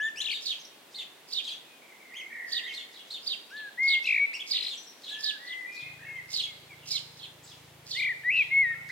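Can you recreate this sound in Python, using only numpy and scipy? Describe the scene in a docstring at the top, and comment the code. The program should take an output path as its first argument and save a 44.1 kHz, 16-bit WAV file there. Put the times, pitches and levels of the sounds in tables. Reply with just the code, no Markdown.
"""At the edge of a wood beside a reed bed, small songbirds sing: one whistles and trills close by, others repeat
harsh chirps and nasal calls, and more sing from deep in the trees. Each voice is a phase-integrated tone with
overtones, following a pitch and level contour; decaying noise echoes stand for scattering by leaves and trunks.
Shaped noise makes a faint steady hiss of air; for the last three seconds low harmonics make a far engine hum."""
import sys
import numpy as np
from scipy import signal
from scipy.fft import rfft, irfft
from scipy.io import wavfile
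from scipy.ndimage import uniform_filter1d, map_coordinates

SR = 44100
rng = np.random.default_rng(int(sys.argv[2]) if len(sys.argv) > 2 else 0)


def generate_wav(sig):
    """Save sig (samples, or channels by samples) to the path in sys.argv[1] as 16-bit PCM at SR."""
    pcm = np.round(np.clip(np.atleast_2d(sig).T, -1, 1) * 32767).astype(np.int16)
    wavfile.write(sys.argv[1], SR, pcm)


N = 392931
TIME = np.arange(N) / SR
FREQS = np.fft.rfftfreq(N, 1 / SR)


def undb(db):
    """Level to amplitude ratio: 20 dB is a factor of ten."""
    return 10 ** (np.asarray(db) / 20)


def over_pitch(points):
    """A spectrum through (f/Hz, value) points, interpolated on a logarithmic frequency axis."""
    hz, value = np.transpose(points)
    return np.interp(np.log(FREQS + 1), np.log(hz), value)


def walk(rate, size):
    """Band-limited random fluctuation: normal draws, `rate` per second, joined by a smooth spline."""
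    at = np.arange(size) / SR * rate
    draws = rng.standard_normal(int(at[-1]) + 2)
    return map_coordinates(draws, [at], order=2, mode="nearest")


def air():
    """Broadband noise of far foliage; interaural correlation peaks near 300 Hz and is lowest in the treble."""
    # spectrum of the hiss: f/Hz, relative density/dB per Hz
    colour = [(30, -45), (60, -19.5), (92, -22), (144, -8), (200, -5.5), (300, -0.5), (900, -4), (1330, -8),
              (2100, -6), (3300, -8.5), (5200, -15), (9000, -17.5), (15500, -20)]
    # likeness of the two ears: f/Hz, correlation
    ear_likeness = [(100, 0.28), (300, 0.81), (700, 0.53), (2000, 0.37), (8000, .1)]
    mid_level_db = -56.5
    mid, side = rfft(rng.standard_normal((2, N))) * undb(over_pitch(colour))
    likeness = np.clip(over_pitch(ear_likeness), -.9, .99)
    # the ratio of side to mid energy sets the correlation
    side = side * np.sqrt((1 - likeness) / (1 + likeness))
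    mid, side = irfft(mid, N), irfft(side, N)
    hiss = np.array([mid + side, mid - side]) / np.std(mid)
    return hiss * undb(mid_level_db + 0.19 * walk(0.64, N))


def engine():
    """Harmonic synthesis: only low multiples of the firing rate carry this far, throbbing and wavering."""
    # harmonics: multiple of the firing rate, level/dB before throb and waver
    harmonics = [(2, -89), (3, -72), (4, -67.5), (5, -63), (6, -67)]
    start_s, firing_hz = 5.81, 27.4
    phase = 2 * np.pi * np.cumsum(firing_hz * (1 + 0.0043 * walk(1.98, N))) / SR
    throb_db = 2.0 * np.cos(2 * np.pi * 1.08 * (TIME - start_s - .14))
    hum = np.zeros(N)
    for multiple, level_db in harmonics:
        waver_db = 1.5 * walk(2.7, N)
        hum += np.sqrt(2) * undb(level_db + throb_db + waver_db) * np.cos(multiple * phase)
    return hum * np.clip((TIME - start_s) / 0.0062, 0, 1)


def in_wood(x, pan_db, lead_ms, leaves_db, wood_db, leaves_t60=0.29, wood_t60=0.97):
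    """Scattering: direct sound with level and time differences between ears, then diffuse decaying echoes.

    Positive pan_db and lead_ms favour the left; T60 values are in seconds."""
    t = TIME[:SR]
    sides = np.array([[.5], [-.5]])

    def decay(t60):
        # exponential decay with a brief build-up, scaled to unit energy
        course = np.exp(-np.log(1000) * t / t60) * (1 - np.exp(-t / 0.0023))
        return course / np.linalg.norm(course)

    # nearby leaves scatter briefly and keep the side; far trunks scatter for longer, from all round
    leaves = undb(leaves_db + sides * pan_db) * decay(leaves_t60)
    trunks = undb(wood_db) * decay(wood_t60)
    scatter = np.hypot(leaves, trunks) * rng.standard_normal((2, SR))
    echoes = signal.fftconvolve(x[None], scatter, axes=1)[:, :N]
    # windowed sinc filters delay by a fraction of a sample
    taps = np.arange(-16, 17)
    ports = np.sinc(taps + sides * lead_ms * SR / 1000) * np.hanning(len(taps))
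    direct = np.array([np.convolve(x, port, "same") for port in ports])
    return direct * undb(sides * pan_db) + echoes


def sing(notes, overtone_db, rough, flutter_db, rasp_db, trills=()):
    """Frequency modulation in a syrinx: pitch is integrated to phase; uneven vibration adds roughness and rasp."""
    out = np.zeros(N)
    for note in notes:
        s, hz, db = np.transpose(note)
        span = np.flatnonzero((TIME > s.min()) & (TIME < s.max()))
        t, size = TIME[span], len(span)
        if size < 2:
            continue
        pitch = uniform_filter1d(np.interp(t, s, hz), size=200, mode="nearest")
        loud = np.interp(t, s, db) + flutter_db * walk(249, size)
        for start, stop, rate, depth_hz, saw, swing_db in trills:
            # loudness swings along with the pitch sweep; a negative swing opposes it
            turn = 2 * np.pi * rate * (t - start) + .25 * walk(45, size)
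            # the trill fades in and out over a quarter of a sweep
            on = np.clip(np.minimum(t - start, stop - t) * rate * 4, 0, 1)
            pitch = pitch + on * depth_hz * (np.sin(turn) - saw * np.sin(2 * turn))
            loud = loud + on * swing_db * (np.sin(turn + 2 * saw) - .5)
        phase = 2 * np.pi * np.cumsum(pitch * (1 + rough * walk(894.0, size))) / SR
        tone = np.sin(phase)
        for k in range(2, 5):
            # harmonics fall 11.5 dB apiece; overtone_db lies midway between the second and third
            gain = undb(overtone_db - 11.5 * (k - 2.5))
            below_nyquist = k * pitch < SR / 2
            tone += gain * np.sin(k * phase) * below_nyquist
        # rasp: the octave, modulated by fast noise
        rasp = undb(rasp_db) * np.sin(2 * phase) * walk(11000, size)
        edges = np.clip(np.minimum(t - t[0], t[-1] - t) / 0.0013, 0, 1)
        out[span] += np.sqrt(2) * undb(loud) * edges * (tone + rasp)
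    return out


def slurred(rows, attack_share, swell_db, slew_hz_per_s=14000):
    """Pitch glide with exponential relaxation: a note scoops onto a bowed glide, sags at its end and fades."""
    bow_hz_per_s2, release_share = 4100, 0.039
    bend_db_per_hz = .019  # loudness lost while the note is bent down
    along = np.linspace(0, 1, num=40)

    def bend_course(depth_hz, s):
        # the syrinx retunes at a limited speed, so a deeper bend takes longer
        return depth_hz * np.exp(-s * slew_hz_per_s / (abs(depth_hz) + 1))

    def note(start, length, from_hz, to_hz, level_db, scoop_hz=0, sag_hz=0):
        t = along * length
        bow = bow_hz_per_s2 * (t - length / 2) ** 2
        glide = from_hz + (to_hz - from_hz) * along - bow
        bend = bend_course(scoop_hz, t) + bend_course(sag_hz, length - t)
        envelope = (1 - np.exp(-along / attack_share)) * (1 - np.exp(-(1 - along) / release_share))
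        fade_db = 20 * np.log10(np.maximum(envelope, .1))
        bend_loss_db = bend_db_per_hz * np.maximum(bend, 0)
        db = level_db + swell_db * (along - .5) - bend_loss_db + fade_db
        return np.column_stack([start + t, glide - bend, db])

    return [note(*row) for row in rows]


def tiny_bird():
    """Rapid pitch relaxation: two thin, high contact notes hook up from below."""
    # notes: t/s, length/s, glide from f/Hz, to f/Hz, level/dB, scoop/Hz, sag/Hz
    high_notes = [(4.768, .06, 6150, 5840, -48, 790, 0), (4.866, 0.053, 5660, 5680, -53, 395, 0)]
    contours = slurred(high_notes, attack_share=0.045, swell_db=-11, slew_hz_per_s=90000)
    notes = sing(contours, overtone_db=-36, rough=0.018, flutter_db=0.5, rasp_db=-35)
    return in_wood(notes, pan_db=5, lead_ms=0.013, leaves_db=-3, wood_db=-7)


def warbler():
    """Frequency sweeps: fast runs, rising slurs, and nasal calls arched in pitch, coloured by their overtones."""
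    # sweeping runs: t/s, length/s, glide from f/Hz, to f/Hz, level/dB, scoop/Hz (negative = from above), sag/Hz
    run_notes = [(.202, .027, 3050, 4200, -33, 0, 0), (.24, .108, 3160, 2550, -32.5, -1050, 0),
                 (4.525, 0.179, 3034, 3070, -34, 8, 0.013)]
    # trilled stretches: from t/s, to t/s, sweep rate/Hz, depth/Hz, sawtooth share, loudness swing/dB
    run_trills = [(.212, .35, 48.4, 514, 0.023, 1.3), (4.525, 4.71, 50.3, 1124, -0.063, 8.8)]
    # rising slurs: t/s, length/s, glide from f/Hz, to f/Hz, level/dB
    slurs = [(.157, .075, 2380, 3710, -46.5), (3.486, .09, 2462, 3593, -65.5)]
    # arched nasal calls: t/s, length/s, top f/Hz, top level/dB, overtone level/dB
    arches = [(0, 0.098, 3584, -43.5, -17.5), (0.21, 0.037, 2990, -43.5, -18),
              (2.14, 0.082, 3330, -41.5, -21), (4.33, 0.044, 2816, -36.5, -13.5),
              (4.389, 0.039, 3413, -36.5, -31), (0.585, 0.041, 6340, -53.5, -35),
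              (0.645, 0.016, 6000, -50.5, -30), (1.48, 0.025, 4720, -41.5, -26),
              (1.517, 0.029, 6530, -58, -30), (4.031, .022, 5930, -52.5, -21),
              (6.134, 0.072, 3200, -61, -30), (4.738, 0.033, 7930, -56.5, -30),
              (4.824, 0.034, 7800, -60, -30), (7.429, 0.032, 7770, -54, -28)]
    run_contours = slurred(run_notes, attack_share=.05, swell_db=-3, slew_hz_per_s=50000)
    runs = sing(run_contours, overtone_db=-30, rough=.015, flutter_db=1.5, rasp_db=-27, trills=run_trills)
    slur_contours = slurred(slurs, attack_share=0.075, swell_db=-9)
    calls = sing(slur_contours, overtone_db=-10.5, rough=0.0347, flutter_db=4, rasp_db=-14)
    along = np.linspace(-1, 1, num=9)
    for start, length, top_hz, level_db, overtone_db in arches:
        t = start + length * (along + 1) / 2
        arch = np.column_stack([t, top_hz * (1 - 0.33 * along ** 2), level_db - 9 * along ** 2])
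        calls += sing([arch], overtone_db=overtone_db, rough=0.024, flutter_db=3.5, rasp_db=-25.5)
    return (in_wood(runs, pan_db=6, lead_ms=.055, leaves_db=-10, wood_db=-15)
            + in_wood(calls, pan_db=0.0, lead_ms=.007, leaves_db=-1.5, wood_db=-38))


def repeats(shape, calls):
    """Similarity: one call contour is shifted, transposed and stretched for each utterance."""
    return [[(start + s * length, hz * ratio, db + level_db) for s, hz, db in shape]
            for start, level_db, ratio, length, _ in calls]


def lower_side(shape):
    """Two-source voice: the other side of the syrinx sounds lower, softer and 4 ms later before stretching."""
    return [(s + .004, hz * .82, db - 13.5) for s, hz, db in shape]


def scratch(calls):
    """Modulated noise: a crackly hiss swells 50 ms ahead of each chirp, peaks at its start, fades in uneven spurts."""
    # course of the hiss: t/s from the chirp's start, relative level/dB
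    scratch_course = [(-.05, -20.5), (-.025, -4), (.01, 2.5), (0.048, -4.5), (.085, -11), (.115, -23)]
    # spectrum of the hiss: f/Hz, relative density/dB per Hz
    scratch_colour = [(1500, -50.5), (2500, -13), (4300, 0), (5100, 5), (5700, -1), (7000, -3.5),
                      (9000, -12.5), (15500, -25)]
    s, db = np.transpose(scratch_course)
    course = np.zeros(N)
    for start, *_, scratch_db in calls:
        course += np.interp(TIME - start, s, undb(db + scratch_db), left=0, right=0)
    spurts_db = 4.5 * walk(1200, N) + 3.5 * walk(120, N)
    grains = rng.standard_normal(N) * undb(spurts_db)
    hiss = irfft(rfft(grains) * undb(over_pitch(scratch_colour)), N)
    return course * hiss / np.std(hiss)


def chirpers():
    """Two-source voices: birds in the bushes trade rough chirps, both sides of the syrinx sounding in the nearer."""
    # contours of the harsh chirp, its softer reply, and a faint, thin tone near 5 kHz that swells
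    # for about 40 ms before each harsh chirp:
    # t/s from the start, f/Hz, relative level/dB, before each utterance's stretch, ratio and level
    chirp = [(0, 3190, -15.5), (.012, 4668, 6), (.018, 4924, 7), (.027, 3452, -1.5), (.035, 4447, 5.5),
             (.042, 3722, 1.5), (.058, 3900, 7), (.07, 3294, 3.5), (.085, 2600, -6.5)]
    reply = [(0, 3510, -5), (.013, 4350, 1), (.028, 4450, -3), (.042, 3684, 1.5), (.06, 3600, 3.5),
             (.074, 3213, -3.5), (.09, 2664, -12.5)]
    faint_tone = [(-.04, 5000, -25), (-.022, 4910, -15), (-.002, 4850, -15)]
    # utterances of harsh chirps, replies and chirps from deeper in the wood:
    # t/s, level/dB, pitch ratio, length ratio, scratch level/dB, before the mix gains below
    chirps = [(.449, -36.5, 0.99, 0.97, -44.5), (1.318, -38, 0.97, 1.11, -49),
              (2.513, -37.5, 0.97, 1.09, -48.5), (3.259, -37.5, 0.99, 1.07, -50),
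              (3.869, -35, .98, 1.08, -47.5), (4.5, -35.5, 1, 1.01, -45), (5.227, -35, 1.005, 1.06, -45),
              (5.46, -50, .92, 1.06, -60), (6.329, -36, 1.02, 1.03, -43.5), (6.901, -37, 1.06, 1.01, -40),
              (7.186, -53, .85, 0.96, -63), (7.904, -40.5, .95, .9, -44)]
    replies = [(.298, -40, 1.01, 1.05, -58), (.48, -43, 0.9, 0.81, -58), (.943, -45, 1, 1.05, -60.5),
               (0.986, -53.5, 0.74, 0.61, -91), (1.44, -44, 0.9, 0.77, -66), (1.474, -45, .94, 0.91, -60.5),
               (2.63, -47, 0.86, 1.15, -93), (2.729, -44, 0.98, 1.17, -58),
               (3.102, -44, 1.013, 0.93, -59.5), (4.62, -46, 1.11, 0.87, -61),
               (4.665, -42.5, 0.97, 1.09, -63), (5.085, -43.5, 0.92, 1.05, -61),
               (6.388, -40.5, 0.94, 0.92, -56.5), (7.225, -52, 0.97, 0.63, -85),
               (7.962, -40.5, 1.06, 0.61, -64), (8.0, -43.5, 0.94, 0.56, -73),
               (8.889, -39, 0.47, 0.81, -58.5)]
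    far_chirps = [(0.738, -77, 0.63, 0.63, -82), (2.931, -54, 0.94, 1, -67), (3.56, -51.5, 0.93, 0.58, -77),
                  (4.048, -50, 0.9, 0.73, -58), (5.029, -50.5, .92, 1, -62),
                  (5.751, -58.5, 0.96, 1.2, -58.5), (6.778, -61, 0.79, 1.3, -77),
                  (7.469, -56.5, 0.93, 0.86, -59), (8.354, -52, 0.93, 1.08, -61.5)]
    upper = sing(repeats(chirp, chirps), overtone_db=-33, rough=.026, flutter_db=3, rasp_db=-30)
    lower = sing(repeats(lower_side(chirp), chirps), overtone_db=-25, rough=.035, flutter_db=3, rasp_db=-30)
    faint = sing(repeats(faint_tone, chirps), overtone_db=-30, rough=.04, flutter_db=2.5, rasp_db=-30)
    reply_contours = repeats(reply, replies) + repeats(lower_side(reply), replies)
    soft = sing(reply_contours, overtone_db=-26, rough=.036, flutter_db=3, rasp_db=-27)
    far = sing(repeats(reply, far_chirps), overtone_db=-43, rough=.08, flutter_db=5.5, rasp_db=-26)
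    harsh = faint + upper + lower + scratch(chirps)
    soft = soft + scratch(replies)
    far = far + scratch(far_chirps)
    return (in_wood(harsh, pan_db=-5.5, lead_ms=.07, leaves_db=-6, wood_db=-13)
            + undb(1.0) * in_wood(soft, pan_db=-.5, lead_ms=-.003, leaves_db=-0.5, wood_db=-10.5)
            + undb(-1) * in_wood(far, pan_db=-0.5, lead_ms=.01, leaves_db=1.5, wood_db=1.0))


def whistlers():
    """Direct-to-reverberant ratio: almost pure tones at three distances, the further off the more echo."""
    # notes of the near whistler and of others along the wood's edge:
    # t/s, length/s, glide from f/Hz, to f/Hz, level/dB, scoop/Hz, sag/Hz
    whistles = [(-.03, 0.1284, 1650, 1824, -29.5, 0, 80), (3.5, 0.2, 1873, 1642, -40.5, 522.5, 69),
                (3.775, 0.223, 2168, 2173, -24, 299, 38), (4.04, 0.036, 2560, 2770, -34, 2, 0),
                (4.06, .138, 2510, 2127, -23.5, 0, 2), (4.191, 0.068, 2250, 2243, -23, -2, 1),
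                (7.945, 0.19, 2552, 2065, -26, 738.5, 338)]
    answers = [(5.09, .29, 1745, 1743, -47.5, 24, 208), (5.38, 0.18, 1880, 2073, -48, 47, 0),
               (5.47, 0.2, 2050, 2017, -40.5, 218.5, 95), (5.655, .2, 2400, 2479, -45.5, 11, 0),
               (6.05, .16, 2210, 2086, -41.5, 0, 193), (6.465, 0.061, 2260, 2090, -52.5, 0, 0),
               (6.69, 0.058, 2485, 2060, -51.5, 3, 0), (6.91, .06, 2440, 2104, -51, 0, -2)]
    # singers deep in the trees: t/s, length/s, glide from f/Hz, to f/Hz, level/dB before the mix gain below
    distant = [(.96, .07, 2130, 2010, -62), (1.12, .06, 1780, 1610, -71), (1.64, 0.14, 2546, 2456, -68),
               (1.8, 0.18, 2400, 2070, -65), (1.99, 0.14, 2310, 1956, -60.5), (2.1, 0.2, 2030, 2202, -52),
               (2.29, .14, 2255, 2035, -51), (2.3, 0.2, 1832, 1890, -46.5), (2.5, .19, 1796, 1973, -46),
               (2.67, 0.072, 2174, 2153, -47), (5.76, 0.167, 2468, 2530, -53),
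               (5.68, 0.047, 1990, 2014, -52), (5.8, 0.14, 2150, 2115, -59.5),
               (5.98, 0.15, 1736, 1830, -55.5), (6.0, 0.17, 2565, 2580, -60.5), (8.7, .13, 1310, 1430, -65)]
    # two near notes that step between registers: t/s, f/Hz, level/dB
    stepped_notes = [
        [(8.235, 1736, -46), (8.255, 1908, -31), (8.293, 2004, -22), (8.319, 2497, -26), (8.331, 2634, -27),
         (8.391, 2630, -21), (8.413, 2390, -21), (8.432, 2188, -32.5)],
        [(8.505, 2077, -40), (8.523, 2156, -26), (8.575, 2192, -20.5), (8.617, 2173, -21), (8.651, 1925, -26),
         (8.673, 1864, -30), (8.725, 1857, -31.5), (8.745, 1790, -40)],
    ]
    # near and deep trills: from t/s, to t/s, sweep rate/Hz, depth/Hz, sawtooth share, loudness swing/dB
    whistle_trills = [(4.0545, 4.197, 55.3, 257, 0.45, 6.5), (7.993, 8.11, 36, 195.6, 0.062, 1),
                      (8.305, 8.387, 100, 141, 0.47, 2)]
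    distant_trills = [(1.8, 2.25, 29.8, 89, 0, -2), (2.3, 2.68, 41.4, 84, 0, 3.5),
                      (5.98, 6.12, 45.1, 114, 0, 0.5)]
    near_notes = slurred(whistles, attack_share=0.1, swell_db=-3.0, slew_hz_per_s=17000) + stepped_notes
    near = sing(near_notes, overtone_db=-32.0, rough=0.0038, flutter_db=0.84, rasp_db=-54,
                trills=whistle_trills)
    # the throat lets the octave through only on the lowest notes
    near = signal.sosfilt(signal.butter(10, 3600, fs=SR, output="sos"), near)
    middle_notes = slurred(answers, attack_share=0.15, swell_db=2.5, slew_hz_per_s=12100)
    middle = sing(middle_notes, overtone_db=-52, rough=0.0037, flutter_db=3.0, rasp_db=-28)
    far_notes = slurred(distant, attack_share=.15, swell_db=-3.0)
    far = sing(far_notes, overtone_db=-62.5, rough=0.0095, flutter_db=4.5, rasp_db=-48, trills=distant_trills)
    return (in_wood(near, pan_db=2.5, lead_ms=0.034, leaves_db=-32.5, wood_db=-11.5)
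            + in_wood(middle, pan_db=1.5, lead_ms=0.0054, leaves_db=-8.5, wood_db=-3.5)
            + undb(2) * in_wood(far, pan_db=0.0, lead_ms=.01, leaves_db=-0.5, wood_db=-3.0))


def scene():
    """Superposition: the pressures of air, engine and all the birds add."""
    return air() + engine() + tiny_bird() + warbler() + chirpers() + whistlers()


def record(dry):
    """Band limiting: a steep elliptic low-pass cuts the top."""
    top_hz = 15900
    return signal.sosfilt(signal.ellip(10, .1, 80, top_hz, fs=SR, output="sos"), dry)


dry = scene()
out = record(dry)
generate_wav(out)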